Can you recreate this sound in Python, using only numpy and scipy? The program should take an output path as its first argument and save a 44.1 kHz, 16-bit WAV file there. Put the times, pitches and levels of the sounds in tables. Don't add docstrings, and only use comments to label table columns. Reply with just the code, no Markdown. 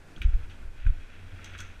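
import sys
import numpy as np
from scipy import signal
from scipy.fft import rfft, irfft
from scipy.io import wavfile
from scipy.ndimage import uniform_filter1d

SR = 44100
rng = np.random.default_rng(int(sys.argv[2]) if len(sys.argv) > 2 else 0)


def transcribe(signal):
    frames = np.atleast_2d(signal).T
    limited = np.clip(frames, -1, 1)
    pcm = np.round(limited * 32767).astype(np.int16)
    wavfile.write(sys.argv[1], SR, pcm)


N = 79380
T = np.arange(N) / SR

# time in seconds, level in dB.
WIND_LEVEL = [(0, -38.5), (.1, -53), (.19, -38), (.38, -28.5), (.47, -36), (.55, -45), (.66, -34),
              (.78, -39), (.95, -28.5), (1.05, -43), (1.15, -45.5), (1.35, -46.5), (1.55, -41), (1.7, -44),
              (1.8, -37.5)]
# frequency in Hz, relative density in dB per Hz.
WIND_SPECTRUM = [(10, 3), (20, 8.5), (35, -15), (60, -3), (100, -18), (125, -23), (200, -69)]
# frequency in Hz, relative density in dB per Hz before the dip.
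RUSH_SPECTRUM = [(125, -1.5), (280, -2.5), (330, -5.5), (1220, -10), (1520, -4.5), (1980, -12), (2570, -10),
                 (2910, -17), (5000, -25), (9000, -30), (12500, -37.5), (14600, -42), (15600, -47)]
# time in seconds, level in dB.
RUSH_LEVEL = [(0, -57), (.6, -56.5), (1.1, -56.5), (1.55, -55), (1.8, -57)]
RUSH_DIP_DB = 4
BUFFET_FLICKER_DB, RUSH_FLICKER_DB = 1.7, 1.2

# time in seconds, level in dB.
HUM_LEVEL = [(0, -62), (.4, -54), (.52, -50), (.6, -63.5), (1.14, -58.5), (1.2, -45.5), (1.27, -39),
             (1.3, -77), (1.33, -40), (1.38, -48.5), (1.43, -46), (1.52, -48.5), (1.56, -51), (1.62, -45),
             (1.73, -51), (1.75, -58), (1.8, -43)]
HUM_HZ, WOBBLE_RATE_HZ, WOBBLE_DEPTH = 90.44, 14, 0.35

# time in seconds, level in dB before the case.
HISS_LEVEL = [(0, -86), (.15, -67), (.26, -51), (.34, -56), (.37, -60), (.44, -51.5), (.485, -68),
              (.55, -58), (.7, -64.5), (.8, -52.5), (1.0, -54), (1.25, -54.5), (1.43, -51.5), (1.5, -46.5),
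              (1.57, -47), (1.66, -50.5), (1.78, -54), (1.8, -53)]
HISS_HZ, HISS_WIDTH_HZ = 2060, 1520
GRIT_PER_S, GRIT_DB, HISS_FLICKER_DB = 1500, -5, 1.5

# start in seconds, rattle level in dB, centre in Hz,
# rattle t60 in seconds, level of the wooden thud in dB, level of the blow in dB.
KNOCKS = [(0.1615, -47.5, 3230, 0.11, -51, -40), (.175, -46.5, 1470, 0.077, -48.5, -45),
          (0.2164, -31, 2327, 0.073, -49, -24), (.232, -44.5, 2780, 0.027, -50.5, -54),
          (0.242, -41.5, 2200, 0.064, -69, -54), (0.332, -50, 1530, 0.096, -64, -59),
          (0.4964, -49, 2950, 0.21, -75, -41.5), (0.509, -48.5, 1960, .2, -73, -47),
          (0.626, -61, 1460, 0.042, -62, -47), (0.8644, -45, 1560, 0.11, -46.5, -30),
          (1.391, -60, 1336, 0.36, -61, -43), (1.4437, -46, 3180, .1, -57, -34),
          (1.459, -46.5, 2320, 0.13, -62, -59), (1.535, -42, 2180, .1, -53, -35.5),
          (1.549, -45, 1520, 0.11, -66, -32), (1.5885, -42, 3620, 0.22, -54, -39.5),
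          (1.593, -41.5, 1460, 0.1, -60, -58), (1.6045, -46, 1500, 0.089, -60, -35.5),
          (1.619, -48, 1450, 0.19, -61, -56)]
# multiple of the knock's centre, level in dB relative to the blow.
BLOW_PARTIALS = [(1, 0.5), (1.25, -8.5), (1.55, -7), (.68, -8.5)]
# frequency in Hz, level in dB relative to the thud, t60 in seconds.
BOARD_MODES = [(146, 10.5, 0.026), (214, 2, 0.094), (317, 0.5, 0.07), (373, -5, 0.066)]
BLOW_T60_S, RATTLE_RELATIVE_WIDTH, EDGE_DB = 0.022, 0.56, -18

# start in seconds, level in dB before the case, t60 in seconds,
# level of the airy top in dB.
CLINKS = [(0.181, -45, 0.012, -72), (0.217, -50, 0.046, -55.5), (.2325, -54, 0.011, -69),
          (.868, -47.5, .02, -68), (1.4434, -33, 0.031, -63), (1.456, -43, 0.029, -72),
          (1.578, -41, 0.04, -70), (1.586, -41, 0.052, -68), (1.596, -63, 0.041, -78),
          (1.6025, -29, 0.036, -62.5), (1.617, -51, 0.037, -64)]
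CLINK_HZ, CLINK_WIDTH_HZ = 5650, 3600
JINGLE_HZ, JINGLE_WIDTH_HZ, JINGLE_DB, JINGLE_T60_S = 6250, 700, -22.5, 0.39
CLINK_AIR_HZ, CLINK_AIR_WIDTH_HZ = 10100, 9000

# middle of the push in seconds,
# level in dB before the mount, length of the push in seconds, signed direction factor.
JOLTS = [(0.21, -26.5, 0.013, 1), (0.2543, -11, 0.015, 0.93), (0.2855, -15, 0.014, 0.7),
         (0.346, -18, .024, -1.48), (0.838, -24.5, 0.022, 0.79), (.8655, -9, 0.0043, 0.89),
         (0.879, -18.5, 0.032, -1.22), (.898, -15, 0.0077, 0.95), (0.926, -29, 0.012, -0.6)]
MOUNT_HZ, MOUNT_WIDTH_HZ, MOUNT_TOP_HZ = 35.2, 53, 110.4

# frequency in Hz, width in Hz, relative level in dB.
CASE_MODES = [(1426, 218, -2), (2057, 314, -5.5), (2500, 486, -6), (3360, 132, -2.5), (3776, 238, -10),
              (4970, 310, -14.5), (5345, 900, -17.5), (6310, 680, -8.5), (8180, 290, -11.5)]
CASE_GAIN, CASE_LEAK_DB = 1.48, -21

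TOP_HZ = 15500


def amp(db):
    return 10 ** (np.asarray(db) / 20)


def curve(rows):
    rows = np.array(rows, float)
    return np.interp(T, rows[:, 0], rows[:, 1])


def unit(x):
    return x / np.sqrt(np.mean(x ** 2))


def band(x, hz, width_hz):
    b, a = signal.iirpeak(hz, hz / width_hz, fs=SR)
    return signal.lfilter(b, a, x)


def coloured(points):
    p = np.array(points, float)
    hz = np.arange(N // 2 + 1) * SR / N + 1e-3
    gain_db = np.interp(np.log(hz), np.log(p[:, 0]), p[:, 1])
    return unit(irfft(rfft(rng.standard_normal(N)) * amp(gain_db), N))


def walk(rate_hz):
    hold = int(SR / rate_hz)
    steps = np.repeat(rng.standard_normal(N // hold + 1), hold)
    return unit(uniform_filter1d(steps, hold))[:N]


def dying(t0, db, t60):
    age = T - t0
    onset = np.clip(age / 0.00057, 0, 1)
    return amp(db - 60 * np.maximum(age, 0) / max(t60, .005)) * onset


def ring(t0, db, hz, t60):
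    return dying(t0, db, t60) * np.sin(2 * np.pi * hz * (T - t0))


def wind():
    rush_points = [(20, -55), (90, -40)]
    for hz, db in RUSH_SPECTRUM:
        rush_points.append((hz, db - RUSH_DIP_DB * (1100 < hz < 4500)))
    rush = coloured(rush_points)
    buffet_gain = amp(curve(WIND_LEVEL) + BUFFET_FLICKER_DB * walk(7.4))
    rush_gain = amp(curve(RUSH_LEVEL) + RUSH_FLICKER_DB * walk(13.6))
    return buffet_gain * coloured(WIND_SPECTRUM) + rush_gain * rush


def tread_hum():
    window = int(SR / WOBBLE_RATE_HZ)
    in_phase, quadrature = [WOBBLE_DEPTH * unit(uniform_filter1d(rng.standard_normal(N), window))
                            for _ in range(2)]
    turn = 2 * np.pi * HUM_HZ * T
    tone = (1 + in_phase) * np.sin(turn) + quadrature * np.cos(turn)
    return amp(curve(HUM_LEVEL)) * unit(tone)


def tyres():
    hits = rng.random(N) < GRIT_PER_S / SR
    grit = hits * rng.standard_normal(N) * amp(2 * rng.exponential(size=N))
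    rub = rng.standard_normal(N) * amp(HISS_FLICKER_DB * walk(25.14))
    rub = rub + amp(GRIT_DB) * unit(grit)
    hiss = band(band(rub, HISS_HZ, HISS_WIDTH_HZ), HISS_HZ, 1.9 * HISS_WIDTH_HZ)
    return amp(curve(HISS_LEVEL)) * unit(hiss)


def knocks():
    noise = rng.standard_normal(N)
    crack, thud = np.zeros(N), np.zeros(N)
    for t, rattle_db, centre_hz, t60, thud_db, blow_db in KNOCKS:
        for multiple, part_db in BLOW_PARTIALS:
            crack += ring(t, blow_db + part_db, multiple * centre_hz, BLOW_T60_S)
        rattle = band(noise, centre_hz, RATTLE_RELATIVE_WIDTH * centre_hz)
        rattle = band(rattle, centre_hz, 2 * centre_hz)
        crack += dying(t, rattle_db, t60) * unit(rattle)
        crack += dying(t, rattle_db + EDGE_DB, 0.17 * t60) * noise
        for k, (hz, mode_db, mode_t60) in enumerate(BOARD_MODES):
            thud += (-1) ** k * ring(t, thud_db + mode_db, hz, mode_t60)
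    return crack, thud


def chain():
    noise = rng.standard_normal(N)
    clink_env = sum(dying(t, db, t60) for t, db, t60, _ in CLINKS)
    air_env = sum(dying(t, air_db, t60) for t, _, t60, air_db in CLINKS)
    jingle_env = sum(dying(t, db + JINGLE_DB, JINGLE_T60_S) for t, db, _, _ in CLINKS)
    clink = unit(band(noise, CLINK_HZ, CLINK_WIDTH_HZ)) * clink_env
    jingle = unit(band(noise, JINGLE_HZ, JINGLE_WIDTH_HZ)) * jingle_env
    air = unit(band(noise, CLINK_AIR_HZ, CLINK_AIR_WIDTH_HZ)) * air_env
    return clink + jingle, air


def jolts():
    push = np.zeros(N)
    for t, db, length, direction in JOLTS:
        phase = np.pi * np.clip((T - t) / length, -.5, .5)
        push += direction * amp(db) * np.cos(phase) ** 2
    swing = 1.96 * band(push, MOUNT_HZ, MOUNT_WIDTH_HZ)
    padding = signal.butter(6, MOUNT_TOP_HZ, fs=SR, output="sos")
    return signal.sosfiltfilt(padding, swing)


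def through_case(x):
    modes = sum((-1) ** k * amp(db) * band(x, hz, width_hz)
                for k, (hz, width_hz, db) in enumerate(CASE_MODES))
    return CASE_GAIN * modes + amp(CASE_LEAK_DB) * x


def scene():
    crack, thud = knocks()
    clink, clink_air = chain()
    cased = through_case(crack + clink + tyres())
    mix = cased + clink_air + thud + jolts() + tread_hum() + wind()
    return mix[None]


def record(dry):
    low_pass = signal.ellip(10, .2, 80, TOP_HZ, fs=SR, output="sos")
    return signal.sosfilt(low_pass, dry)


dry = scene()
out = record(dry)
transcribe(out)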